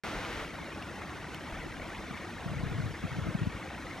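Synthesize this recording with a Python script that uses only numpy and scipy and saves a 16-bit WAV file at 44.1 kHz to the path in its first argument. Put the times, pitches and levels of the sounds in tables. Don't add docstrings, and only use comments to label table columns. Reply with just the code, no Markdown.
import sys
import numpy as np
from scipy import signal
from scipy.fft import rfft, irfft
from scipy.io import wavfile
from scipy.ndimage import uniform_filter1d

SR = 44100
rng = np.random.default_rng(int(sys.argv[2]) if len(sys.argv) > 2 else 0)


def bounce(signal):
    frames = np.transpose(np.atleast_2d(signal))
    limited = np.clip(frames, -1, 1)
    pcm = np.round(limited * 32767).astype(np.int16)
    wavfile.write(sys.argv[1], SR, pcm)


N = 176400
TIME = np.arange(N) / SR
FREQS = np.arange(N // 2 + 1) * SR / N

# (frequency [Hz], relative level [dB])
WASH_COLOUR = [(35, -25), (52, -6.5), (75, -1), (110, -5), (190, -2.5), (255, -5.5), (320, -0.5),
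               (380, -6.5), (450, -4.5), (600, -5), (1150, -6.5), (1400, -5.5), (1700, -8), (2150, -7.5),
               (2400, -11), (2850, -14), (3400, -15.5), (4150, -18.5), (4600, -21.5), (6200, -23.5),
               (7100, -29), (10000, -33), (13000, -35.5), (15000, -41)]
# (frequency [Hz], side minus mid [dB])
WASH_WIDTH = [(60, -30), (110, -12), (200, -11.5), (350, -8), (650, -17), (1200, -24), (2300, -15),
              (3500, -7.5), (5500, -12.5), (8500, -6.5), (13000, -10)]
# (peak time [s], relative level [dB], pitch [Hz], ring length [cycles])
HAND_BUMPS = [(0.621, -37, 303, 2), (1.665, -35, 330, 1.9), (1.788, -40, 150, .8), (2.112, -34, 165, 1.3),
              (2.151, -42, 224, 2.1), (2.464, -25.5, 156, 1.25), (2.499, -34, 148, 0.95),
              (2.52, -34, 130, 1.3), (2.572, -29, 135, 1.53), (2.594, -32, 150, 0.87),
              (2.637, -23.5, 135, 0.83), (2.672, -28, 123, 1.43), (2.692, -32, 110, 0.83),
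              (2.718, -27, 150, 1.36), (2.757, -33, 105, 1.8), (2.787, -25, 130, 1.28),
              (2.804, -25, 139, 1.4), (2.844, -26, 110, 1.5), (2.864, -28, 119, 1),
              (2.898, -32.5, 108, 1.83), (3.043, -24.5, 169, .9), (3.055, -24, 135, 1.02),
              (3.126, -33, 130, 1.6), (3.175, -29, 111, 0.93), (3.188, -24.5, 125, 0.87),
              (3.202, -33, 105, 1.4), (3.227, -30, 94, 1.55), (3.27, -24, 160, 0.75),
              (3.291, -26, 148, 0.99), (3.353, -20.5, 166, 1.32), (3.421, -22.5, 123, 1.15),
              (3.439, -26.5, 135, .9), (3.473, -19.5, 142, 0.81), (3.553, -35, 65, 0.74)]
# (start [s], end [s], relative level [dB])
GRIP_RUBS = [(2.45, 2.93, -41.5), (3.1, 3.319, -42), (3.38, 3.52, -43.5)]
# (time [s], relative level [dB])
RUMBLE_FADER = [(0.05, -61), (0.16, -40), (0.23, -58), (0.33, -42.5), (0.6, -54), (0.8, -72), (0.89, -60),
                (1.5, -70), (1.53, -35.5), (1.62, -46), (2.02, -46), (2.08, -62), (2.46, -47), (2.7, -43.5),
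                (3.01, -50), (3.5, -45), (3.64, -66), (3.91, -49), (4.0, -62)]
# (time [s], relative level [dB], pitch [Hz])
DRY_TICKS = [(.249, -27, 2010), (.399, -27.5, 1560), (.824, -30, 2150), (1.019, -28, 1540),
             (1.346, -26, 1800), (1.498, -41, 2070), (1.543, -33, 2180), (1.723, -35, 1780),
             (1.949, -30, 1890), (2.405, -33, 3200), (3.075, -32.5, 1990), (3.748, -29.5, 1980)]
# (frequency [Hz], relative level [dB], time to fall 60 dB [s])
BARREL_MODES = [(818, -68, 0.067), (1350, -53.5, 0.0043), (1860, -52, 0.035), (1977, -53, 0.018),
                (2207, -54, 0.039)]
# (frequency [Hz], cut [dB])
SUPPRESSOR_CUT = [(100, -0.33), (310, .5), (420, 6), (1000, 6), (2200, 6.5), (4500, 6.5), (8000, 4),
                  (14000, 5.5)]
# (frequency [Hz], slope [dB per dB])
SUPPRESSOR_SLOPE = [(280, 0), (450, 1), (1100, 0.76), (2300, 0.91), (5000, 0.54), (9000, .35), (13000, 0.8)]


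def far_wash(bed_db=-38.5, settle_s=0.19, waver_db=0.21):
    hz = np.maximum(FREQS, 1)
    colour_db = at_hz(WASH_COLOUR, hz)
    mid = shaped_noise(colour_db)
    side = shaped_noise(colour_db + at_hz(WASH_WIDTH, hz))
    stereo = rms_one(np.array([mid + side, delay(mid - side, seconds=26e-6)]))
    opening_lift_db = 1.5 * np.exp(-TIME / settle_s)
    level = from_db(bed_db + opening_lift_db + waver_db * drift(rate_hz=7))
    return pan(level * stereo, left_db=0.63)


def hand_bumps(bump_trim_db=-0.7, rub_fade_s=0.013, right_lead_s=0.0013):
    body = np.zeros(N)
    for peak_s, db, hz, cycles in HAND_BUMPS:
        spread = np.exp(.5 / cycles)
        low, high = hz / spread, hz * spread
        thud = band(band(signal.unit_impulse(N), low, high), low, high)
        thud /= np.abs(thud).max()
        body += from_db(db + bump_trim_db) * np.roll(thud, int(peak_s * SR) - np.abs(thud).argmax())
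    rub = rms_one(band(rng.standard_normal(N), low_hz=81, high_hz=200))
    for start, end, db in GRIP_RUBS:
        fade = np.clip(np.minimum(TIME - start, end - TIME) / rub_fade_s, 0, 1)
        body += from_db(db) * fade * rub
    return pan(np.array([body, delay(body, -right_lead_s)]), left_db=4)


def hand_rumble(trim_db=-4):
    fader_db = np.interp(TIME, *np.transpose(RUMBLE_FADER))
    lows = rms_one(band(rng.standard_normal(N), low_hz=30.6, high_hz=64))
    return pan(from_db(fader_db + trim_db) * lows, left_db=3.5)


def dry_ticks(t60_s=0.017, width_octaves=0.95, trim_db=-6.5):
    noise, ticks = rng.standard_normal(N), np.zeros(N)
    spread = 2 ** (width_octaves / 2)
    for start, db, hz in DRY_TICKS:
        envelope = (TIME >= start) * from_db(db - 60 * np.abs(TIME - start) / t60_s)
        ticks += envelope * rms_one(band(noise, hz / spread, hz * spread))
    return from_db(trim_db) * ticks


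def lens_motor(start_s=.314, step_s=.015, drive_db=4.5, uneven_db=2.5):
    steps = (np.arange(start_s, TIME[-1], step_s) * SR).astype(int)
    taps = np.zeros(N)
    taps[steps] = from_db(drive_db + uneven_db * rng.standard_normal(N)[steps])
    buzz = sum(from_db(db) * ring(taps, hz, t60) for hz, db, t60 in BARREL_MODES)
    return pan(buzz, left_db=9)


def noise_suppressor(x, from_s=0.434, full_s=0.485, max_cut_db=13, side_share=0.32):
    framing = dict(fs=SR, nperseg=768, noverlap=576)
    hz, frame_s, (left, right) = signal.stft(x, **framing)
    mid, side = (left + right) / 2, (left - right) / 2
    power = np.abs(mid) ** 2 + np.abs(side) ** 2
    for axis in (0, 1):
        power = uniform_filter1d(power, size=3, axis=axis)
    power += 1e-20
    over_median_db = 10 * np.log10(power / np.median(power, axis=1, keepdims=True))
    cut_db = at_hz(SUPPRESSOR_CUT, hz + 1)[:, None]
    slope = at_hz(SUPPRESSOR_SLOPE, hz + 1)[:, None]
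    engaged = np.clip((frame_s - from_s) / (full_s - from_s), 0, 1)
    gain = from_db(-engaged * np.clip(cut_db - slope * over_median_db, 0, max_cut_db))
    side = side * from_db(-engaged * cut_db * side_share)
    _, ducked = signal.istft(gain * np.array([mid + side, mid - side]), **framing)
    return ducked[:, :N]


def from_db(db):
    return 10 ** (np.asarray(db) / 20)


def rms_one(x):
    return x / np.sqrt(np.mean(x ** 2) + 1e-20)


def at_hz(points, hz):
    freqs, values = np.transpose(points)
    return np.interp(np.log(hz), np.log(freqs), values)


def band(x, low_hz, high_hz):
    return signal.sosfilt(signal.butter(2, [low_hz, high_hz], "band", fs=SR, output="sos"), x + 1e-18)


def shaped_noise(spectrum_db):
    return irfft(rfft(rng.standard_normal(N)) * from_db(spectrum_db), N)


def drift(rate_hz):
    return rms_one(irfft(rfft(rng.standard_normal(N)) / (1 + (FREQS / rate_hz) ** 2), N))


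def pan(x, left_db):
    return x * from_db([[left_db / 2], [-left_db / 2]])


def delay(x, seconds):
    return irfft(rfft(x) * np.exp(-2j * np.pi * FREQS * seconds), N)


def ring(clicks, hz, t60):
    decay, angle = from_db(-60 / (t60 * SR)), 2 * np.pi * hz / SR
    return signal.lfilter([0, np.sin(angle)], [1, -2 * decay * np.cos(angle), decay ** 2], clicks + 1e-18)


def scene():
    return far_wash() + hand_rumble() + hand_bumps() + lens_motor() + dry_ticks()


def record(dry, open_s=.036, closed_db=-57.5, cutoff_hz=15300):
    gate = np.where(TIME < open_s, from_db(closed_db), 1)
    high_cut = signal.ellip(10, .1, 80, cutoff_hz, fs=SR, output="sos")
    return signal.sosfilt(high_cut, noise_suppressor(dry) * gate)


dry = scene()
out = record(dry)
bounce(out)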